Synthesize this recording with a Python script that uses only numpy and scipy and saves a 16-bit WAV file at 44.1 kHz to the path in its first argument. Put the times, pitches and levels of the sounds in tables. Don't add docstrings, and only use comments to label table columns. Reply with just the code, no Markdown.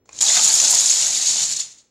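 import sys
import numpy as np
from scipy import signal
from scipy.fft import rfft, irfft
from scipy.io import wavfile

SR = 44100
rng = np.random.default_rng(int(sys.argv[2]) if len(sys.argv) > 2 else 0)


def amplitude_ratio(level_db):
    exponent = np.asarray(level_db, float) / 20
    return 10 ** exponent


def transcribe(u):
    v = np.clip(np.atleast_2d(u).T, -1, 1)
    q = np.round(v * 32767).astype(np.int16)
    wavfile.write(sys.argv[1], SR, q)


N = 83790

# start_s, swell_db, extra_crispness_db, length_s
HANDFULS = [(.222, 2.5, 6.5, 0.006), (.24, -4, 1, 0.0086), (.293, 5.5, -20, 0.0041), (.345, 2.5, 0, 0.02),
            (.374, 4.5, -4, 0.0042), (.444, 4.5, 6, 0.014), (.488, 0, 12, 0.0028), (.548, 1, 7, 0.018),
            (.601, 6.5, -1, 0.0018), (.648, 5.5, -1, 0.0049), (.683, -0.5, -2, 0.0037),
            (.716, -1, 12.5, 0.012), (.751, 1.5, 9, 0.0049), (.808, 0, 5, 0.0068), (.863, -0.5, 4, 0.0047),
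            (.903, 2, 3, 0.017), (.956, 2.5, 2, 0.0096), (1.028, 3.5, -0.5, 0.023), (1.065, 0, 4.5, 0.014),
            (1.148, 2.5, 0, 0.012), (1.18, 1, 4, 0.014), (1.226, 1.5, 0.5, 0.021), (1.288, 6, 0, 0.034),
            (1.375, 2.5, -4.5, 0.014), (1.428, 2, 1.5, 0.026), (1.514, 7.5, 4.5, 0.022),
            (1.568, 8, 8, 0.005), (1.604, 8, 4.5, 0.014), (1.548, 0.5, 0, 0.006), (1.72, 10.5, -4.5, 0.01),
            (1.668, 5, -4, .01), (1.794, 16, -3, 0.019)]
CLUMP_HITS_PER_S = 4000
CRISP_AT_DB = -11
SINGLE_RISE_S = 0.0009


def evened(x):
    return x / np.sqrt(np.mean(x ** 2) + 1e-20)


def read(points, hz):
    f, value = np.transpose(points)
    return np.interp(np.log(hz + 1), np.log(f + 1), value)


def coloured(x, points):
    log_gain = np.log(amplitude_ratio(read(points, abs(np.fft.fftfreq(4096, 1 / SR)))))
    minimum_phase = np.exp(np.conj(signal.hilbert(log_gain)))
    taps = np.fft.ifft(minimum_phase).real[:2048]
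    return signal.oaconvolve(x, taps)[:len(x)]


def swells(t, start_s, swell_db, length_s):
    distance = (t[:, None] - start_s) / np.maximum(length_s, .002)
    return (swell_db * np.exp(-.5 * distance ** 2)).sum(1)


def hush():
    # pitch_hz, level_db (per Hz)
    hush_tone = [(30, -5), (60, -2.5), (130, -5), (430, -6), (1000, -24), (3000, -31.5), (11000, -55.5),
                 (15800, -40.5)]
    level_db, brush_s, brush_db, brush_length_s = -65.5, 0.2, 12.5, 0.061
    brush = amplitude_ratio(swells(np.arange(N) / SR, np.array([brush_s]), brush_db, brush_length_s))
    noise = coloured(rng.standard_normal(N + 3000), hush_tone)[3000:]
    return amplitude_ratio(level_db) * brush * evened(noise)


def whine():
    pitch_hz, level_db = 15735, -81
    return amplitude_ratio(level_db) * np.sin(2 * np.pi * pitch_hz * np.arange(N) / SR)


def strikes(per_s):
    spread_db = 1.5
    draw = rng.random((3, N))
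    size = amplitude_ratio(spread_db * np.minimum(-np.log(draw[1] + 1e-9), 4))
    push_or_pull = np.sign(draw[2] - .5)
    return evened(size * push_or_pull * (draw[0] < per_s / SR))


def falling_sticks():
    # start_s, level_db, floor_knock_share_db
    swarm = [(.05, -83, -1), (.058, -65, 2), (.09, -62.5, 18.5), (.13, -44, 6.5), (.17, -33.5, 0),
             (0.2062, -33, -1), (0.2068, -16.5, 2), (.45, -16, -1), (.8, -15.5, -5.5), (1.07, -19.5, -1),
             (1.11, -19, -4.5), (1.3, -21.5, -0.5), (1.44, -20, -4.5), (1.47, -25, -15.5),
             (1.63, -30.5, -13), (1.67, -42.5, -16), (1.76, -53, -10.5), (1.88, -75.5, -1)]
    # start_s, level_db, floor_knock_db, length_s
    first_slips = [
        (0.0567, -54, -4.5, 0.0095),
        (0.091, -37, -3.5, 0.0068),
        (0.189, -21, -27.5, 0.006),
    ]
    # start_s, swell_db, length_s
    slaps = [
        (0.373, 13.5, .008),
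        (0.401, 7, .004),
        (0.503, 8, 0.0048),
        (0.65, 6, 0.034),
        (0.734, 9, .015),
        (.897, 1, .01),
        (1.535, 5.5, .01),
        (1.611, 2, 0.005),
    ]
    hits_per_s, swarm_db, slip_db, first_contact = 2800, -3.5, -3.5, 0.5
    board_db, slip_board_db = -17.5, 5.5

    t = np.arange(N) / SR
    s, level_db, knock_db = np.transpose(swarm)
    start_s, swell_db, _, length_s = np.transpose(HANDFULS)
    busy_db = np.interp(t, s, level_db, left=-120)
    hits = strikes(hits_per_s) * amplitude_ratio(swarm_db + busy_db)
    on_sticks = hits * amplitude_ratio(swells(t, start_s, swell_db, length_s))
    board_share_db = np.interp(t, s, knock_db) + swells(t, *np.transpose(slaps))
    on_boards = hits * amplitude_ratio(board_db + board_share_db)

    burst = strikes(CLUMP_HITS_PER_S)
    for start, slip_level_db, floor_db, lasting in first_slips:
        at = round(start * SR)
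        fade_db = -20 * np.minimum(t[:N - at] / max(lasting, .001), 6)
        slip = burst[at:] * amplitude_ratio(slip_level_db + slip_db + fade_db)
        slip[0] += first_contact * amplitude_ratio(slip_level_db + slip_db)
        on_sticks[at:] += slip
        on_boards[at:] += slip * amplitude_ratio(floor_db + slip_board_db)
    return on_sticks, on_boards, busy_db


def rung(hits, low_hz, high_hz, t60_s, tick_db, count):
    patch_db, patch_s, family_width = 2.5, .025, 0.3545
    which, t = rng.integers(0, count, N), np.arange(1000) / SR
    centre = (np.arange(count)[:, None, None] + .5) / count
    place = np.clip(centre + family_width * (rng.random((count, 3, 1)) - .5), 0, 1)
    knots = np.arange(0, N / SR + 1, patch_s)
    drift = rng.standard_normal((200, 6))[:len(knots)]
    patches = [amplitude_ratio(patch_db * np.interp(np.arange(N) / SR, knots, d)) * hits for d in drift.T]
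    out = amplitude_ratio(tick_db) * hits
    for k, lasting in enumerate(rng.random((count, 3, 1))):
        hz = low_hz * (high_hz / low_hz) ** place[k]
        decay = amplitude_ratio(-60 * t / (t60_s * (.5 + lasting))) / np.sqrt(.5 + lasting)
        ring = (np.sin(2 * np.pi * hz * t) * decay).sum(0)
        own_hits = patches[6 * k // count] * (which == k)
        out = out + signal.oaconvolve(own_hits, ring / np.linalg.norm(ring))[:N]
    return out


def ringing_wood(on_sticks, busy_db):
    crisp_hz, crisp_per_db = 8500, 0.57
    start_s, _, extra_db, length_s = np.transpose(HANDFULS)
    wood = rung(on_sticks, low_hz=1909, high_hz=10060, t60_s=0.021, tick_db=4, count=72)
    edge = signal.sosfiltfilt(signal.butter(2, crisp_hz, "high", fs=SR, output="sos"), wood)
    extra_crisp_db = swells(np.arange(N) / SR, start_s, extra_db, length_s)
    crisp = amplitude_ratio(crisp_per_db * (busy_db - CRISP_AT_DB) + extra_crisp_db)
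    return wood + (crisp - 1) * edge


def close_snaps():
    # start_s, peak_db
    snaps = [(0.237, -32), (0.3447, -30.5), (0.3737, -29.5), (0.3944, -34), (0.408, -30), (0.428, -31.5),
             (0.4413, -32), (0.4744, -28), (0.512, -32.5), (0.5649, -29.5), (0.6156, -25.5), (0.64, -32),
             (0.683, -32.5), (0.7102, -28.5), (0.7309, -29), (0.9057, -32), (0.954, -36.5), (1.0223, -35),
             (1.0729, -36), (1.5597, -40)]
    snap_db, t60_s = 32, .015
    burst, out = strikes(CLUMP_HITS_PER_S), np.zeros(N)
    fade = amplitude_ratio(-60 * np.arange(800) / SR / t60_s)
    for start, peak_db in snaps:
        at = round(start * SR)
        snap = burst[at:at + 800] * fade
        out[at:at + 800] += amplitude_ratio(peak_db + snap_db) * snap / np.linalg.norm(snap)
    return out


def resonate(x, hz, width_hz):
    r = np.exp(-np.pi * width_hz / SR)
    turn = 2 * np.pi * hz / SR
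    return signal.lfilter([1 - r * r], [1, -2 * r * np.cos(turn), r * r], x) * np.sin(turn)


def through_port(wood, busy_db):
    # pitch_hz, level_db
    stick_tone = [(130, -25), (500, -32.5), (2300, -22.5), (4200, -9.5), (5600, -9), (9500, -9),
                  (13000, -23), (16000, -34.5)]
    port_hz, port_width_hz, port_db, body_per_db = 7033, 790, 16.5, 0.04
    treble = coloured(wood, stick_tone)
    body = amplitude_ratio(body_per_db * np.clip(busy_db - CRISP_AT_DB, -45, 0))
    return body * treble + amplitude_ratio(port_db) * resonate(treble, port_hz, port_width_hz)


def floorboards(on_boards):
    # pitch_hz, level_db
    board_tone = [(60, -27), (130, -8), (450, -12), (650, -2), (1000, -3.5), (2200, 1.5), (5000, -20.5)]
    thuds = rung(on_boards, low_hz=538, high_hz=2440, t60_s=0.011, tick_db=-22.5, count=36)
    return coloured(thuds, board_tone)


def clatter():
    on_sticks, on_boards, busy_db = falling_sticks()
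    wood = ringing_wood(on_sticks, busy_db) + close_snaps()
    return through_port(wood, busy_db) + floorboards(on_boards)


def hollow_knocks():
    # start_s, peak_db, pitch_hz, t60_s
    knocks = [(.0905, -36.5, 1030, 0.021), (0.1297, -21.5, 6720, 0.01), (.1875, -24.5, 3170, 0.014),
              (.392, -21, 1300, 0.025), (.65, -24.5, 852, 0.037), (.564, -36.5, 720, 0.045),
              (.0905, -40.5, 446, 0.02), (.268, -47.5, 640, 0.091), (.278, -29.5, 617, 0.09),
              (.374, -32, 870, 0.093), (.72, -30, 844, 0.048), (.732, -24.5, 970, 0.033)]
    t, out = np.arange(N) / SR, np.zeros(N)
    for start, peak_db, hz, t60_s in knocks:
        u = np.maximum(t - start, 0)
        rise = 1 - np.exp(-u / SINGLE_RISE_S)
        out += rise * amplitude_ratio(peak_db - 60 * u / t60_s) * np.sin(2 * np.pi * hz * u)
    return out


def bumps():
    # start_s, peak_db, pitch_hz
    floor_bumps = [(.10, -59, 60.3), (0.211, -74, 231), (0.382, -50, 231), (0.429, -48, 125),
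                   (0.528, -51.5, 137.4), (0.778, -52.5, 124.4), (.99, -51, 62), (1.051, -52, 131),
                   (1.282, -49, 126), (1.299, -47.5, 210), (1.398, -48, 135.7), (1.49, -49.5, 137.6),
                   (1.498, -53.5, 251.5), (1.649, -62, 139)]
    t60_s, rise_s, bump_db = 0.37, 0.017, 4.5
    t, out = np.arange(N) / SR, np.zeros(N)
    for start, peak_db, hz in floor_bumps:
        u = np.maximum(t - start, 0)
        rise = 1 - np.exp(-u / rise_s)
        out += rise * amplitude_ratio(peak_db + bump_db - 60 * u / t60_s) * np.sin(2 * np.pi * hz * u)
    return out


def singles(table, t60_s, trim_db):
    t, out = np.arange(3000) / SR, np.zeros(N + 3000)
    shape = (1 - np.exp(-t / SINGLE_RISE_S)) * amplitude_ratio(trim_db - 60 * t / t60_s)
    for start, peak_db, hz in table:
        at = round(start * SR)
        out[at:at + 3000] += amplitude_ratio(peak_db) * shape * np.sin(2 * np.pi * hz * t)
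    return out[:N]


def stick_rings():
    # start_s, peak_db, pitch_hz
    rings = [(0.211, -22, 5080), (0.215, -24, 4090), (0.2654, -13, 3830), (0.2784, -31, 4740),
             (0.2833, -13, 3490), (0.2898, -25, 5430), (0.2968, -21, 5000), (0.2978, -20, 3570),
             (0.3013, -19.5, 2020), (0.3707, -20, 4650), (0.3746, -14, 3700), (0.3811, -35, 2110),
             (0.3816, -15, 4390), (0.3921, -20, 2670), (0.3921, -17, 3140), (0.4056, -17, 5170),
             (0.424, -19, 4690), (0.4245, -15, 3880), (0.4435, -24, 4870), (0.5009, -10, 4440),
             (0.5333, -15, 5000), (0.5443, -27, 4050), (0.5532, -8, 5600), (0.6445, -23, 3830),
             (0.647, -12, 5080), (0.7493, -12, 5120), (0.7952, -11.5, 5170), (0.89, -12, 4650),
             (0.9214, -21, 4180), (0.9548, -19, 4310), (1.0032, -22, 3830), (1.0311, -22.5, 4310),
             (1.1773, -34, 2020), (1.2551, -25.5, 5040), (1.2651, -20.5, 5340), (1.2866, -21, 4690),
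             (1.31, -26.5, 4570), (1.3689, -27.5, 4010), (1.4352, -23.5, 4390), (1.4367, -21.5, 3880),
             (1.5106, -28, 5210), (1.5146, -26, 4650), (1.5245, -21.5, 4390), (1.5764, -22.5, 4310)]
    return singles(rings, t60_s=0.011, trim_db=8.5)


def port_pings():
    # start_s, peak_db, pitch_hz
    pings = [(0.2205, -7.5, 7150), (0.229, -6.5, 7150), (0.2385, -8.5, 6800), (0.2893, -10.5, 7110),
             (0.2953, -14, 6850), (0.3078, -14, 6850), (0.3158, -15.5, 7020), (0.3442, -17, 6550),
             (0.3677, -18.5, 6800), (0.427, -9, 6850), (0.4445, -11, 6760), (0.45, -13, 6980),
             (0.4774, -4, 6930), (0.4849, -14.5, 6760), (0.5398, -2.5, 6760), (0.5478, -7, 6980),
             (0.6006, -5, 6200), (0.6156, -8.5, 6800), (0.6415, -11.5, 6720), (0.7139, -12.5, 7240),
             (0.7258, -10, 7320), (0.7877, -5.5, 6550), (0.7947, -12, 6890), (0.8161, -11.5, 6850),
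             (0.8615, -9.5, 7060), (0.8955, -13, 7110), (0.9014, -7.5, 6460), (0.9134, -6.5, 6800),
             (0.9369, -16.5, 6980), (1.0486, -15, 7280), (1.0651, -8.5, 6460), (1.1459, -14, 6890),
             (1.1758, -12, 6890), (1.2252, -19, 6550), (1.2691, -11, 6720), (1.2831, -8.5, 6630),
             (1.298, -18.5, 7060), (1.3045, -24.5, 7060), (1.3839, -11.5, 6980), (1.4258, -11, 6930),
             (1.4322, -14, 6980), (1.4432, -18.5, 6850), (1.5096, -29, 6550), (1.5664, -20, 6890),
             (1.5979, -23, 7110), (1.6039, -13, 6890)]
    return singles(pings, t60_s=.018, trim_db=5.5)


def room(x):
    # pitch_hz, t60_s
    room_decay = [(200, 0.73), (1000, 0.88), (4500, 0.39), (12000, 0.39)]
    turns_per_s = 3.025
    taps, at = np.zeros((3, SR)), np.arange(60, SR - 20, 20)
    places = at + rng.integers(0, 20, (3, len(at)))
    np.put_along_axis(taps, places, rng.choice([-1., 1.], (3, len(at))), axis=1)
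    hz, t, z = signal.stft(taps, SR, nperseg=256)
    decay = amplitude_ratio(-60 * t / read(room_decay, hz)[:, None])
    tail = signal.istft(z * decay, SR, nperseg=256)[1]
    phase = turns_per_s * np.arange(N) / SR + np.arange(3)[:, None] / 3
    turn = np.cos(2 * np.pi * phase) * np.sqrt(2 / 3)
    return signal.fftconvolve(x * turn, tail / np.linalg.norm(tail[0]), axes=1)[:, :N].sum(0)


def scene():
    light_hz, room_db = 110, -7.5
    near = whine() + clatter() + hollow_knocks() + stick_rings() + port_pings()
    near = signal.lfilter(*signal.butter(2, light_hz, "high", fs=SR), near)
    mono = hush() + near + bumps() + amplitude_ratio(room_db) * room(near)
    return np.array([mono, mono])


def top_cut(x):
    return signal.sosfilt(signal.butter(12, 16810, fs=SR, output="sos"), x)


def record(dry):
    ceiling, fade_s, fade_db_per_s = .8, 1.6, -15.5
    low_cut_hz, edge_hz = 35, 15800
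    lean_low_hz, lean_high_hz, lean_share = 5600, 6760, 0.05
    held = dry[0] / (1 + (dry[0] / ceiling) ** 4) ** (1 / 4)
    held = held * amplitude_ratio(fade_db_per_s * np.maximum(np.arange(N) / SR - fade_s, 0))
    hz = np.fft.rfftfreq(N, 1 / SR)
    z = rfft(held) * (hz < edge_hz) * hz ** 2 / (hz ** 2 + low_cut_hz ** 2)
    lean = lean_share * ((hz > lean_low_hz) & (hz < lean_high_hz))
    mix = irfft(z * np.array([1 + lean, 1 - lean]), N)
    return top_cut(mix)


dry = scene()
out = record(dry)
transcribe(out)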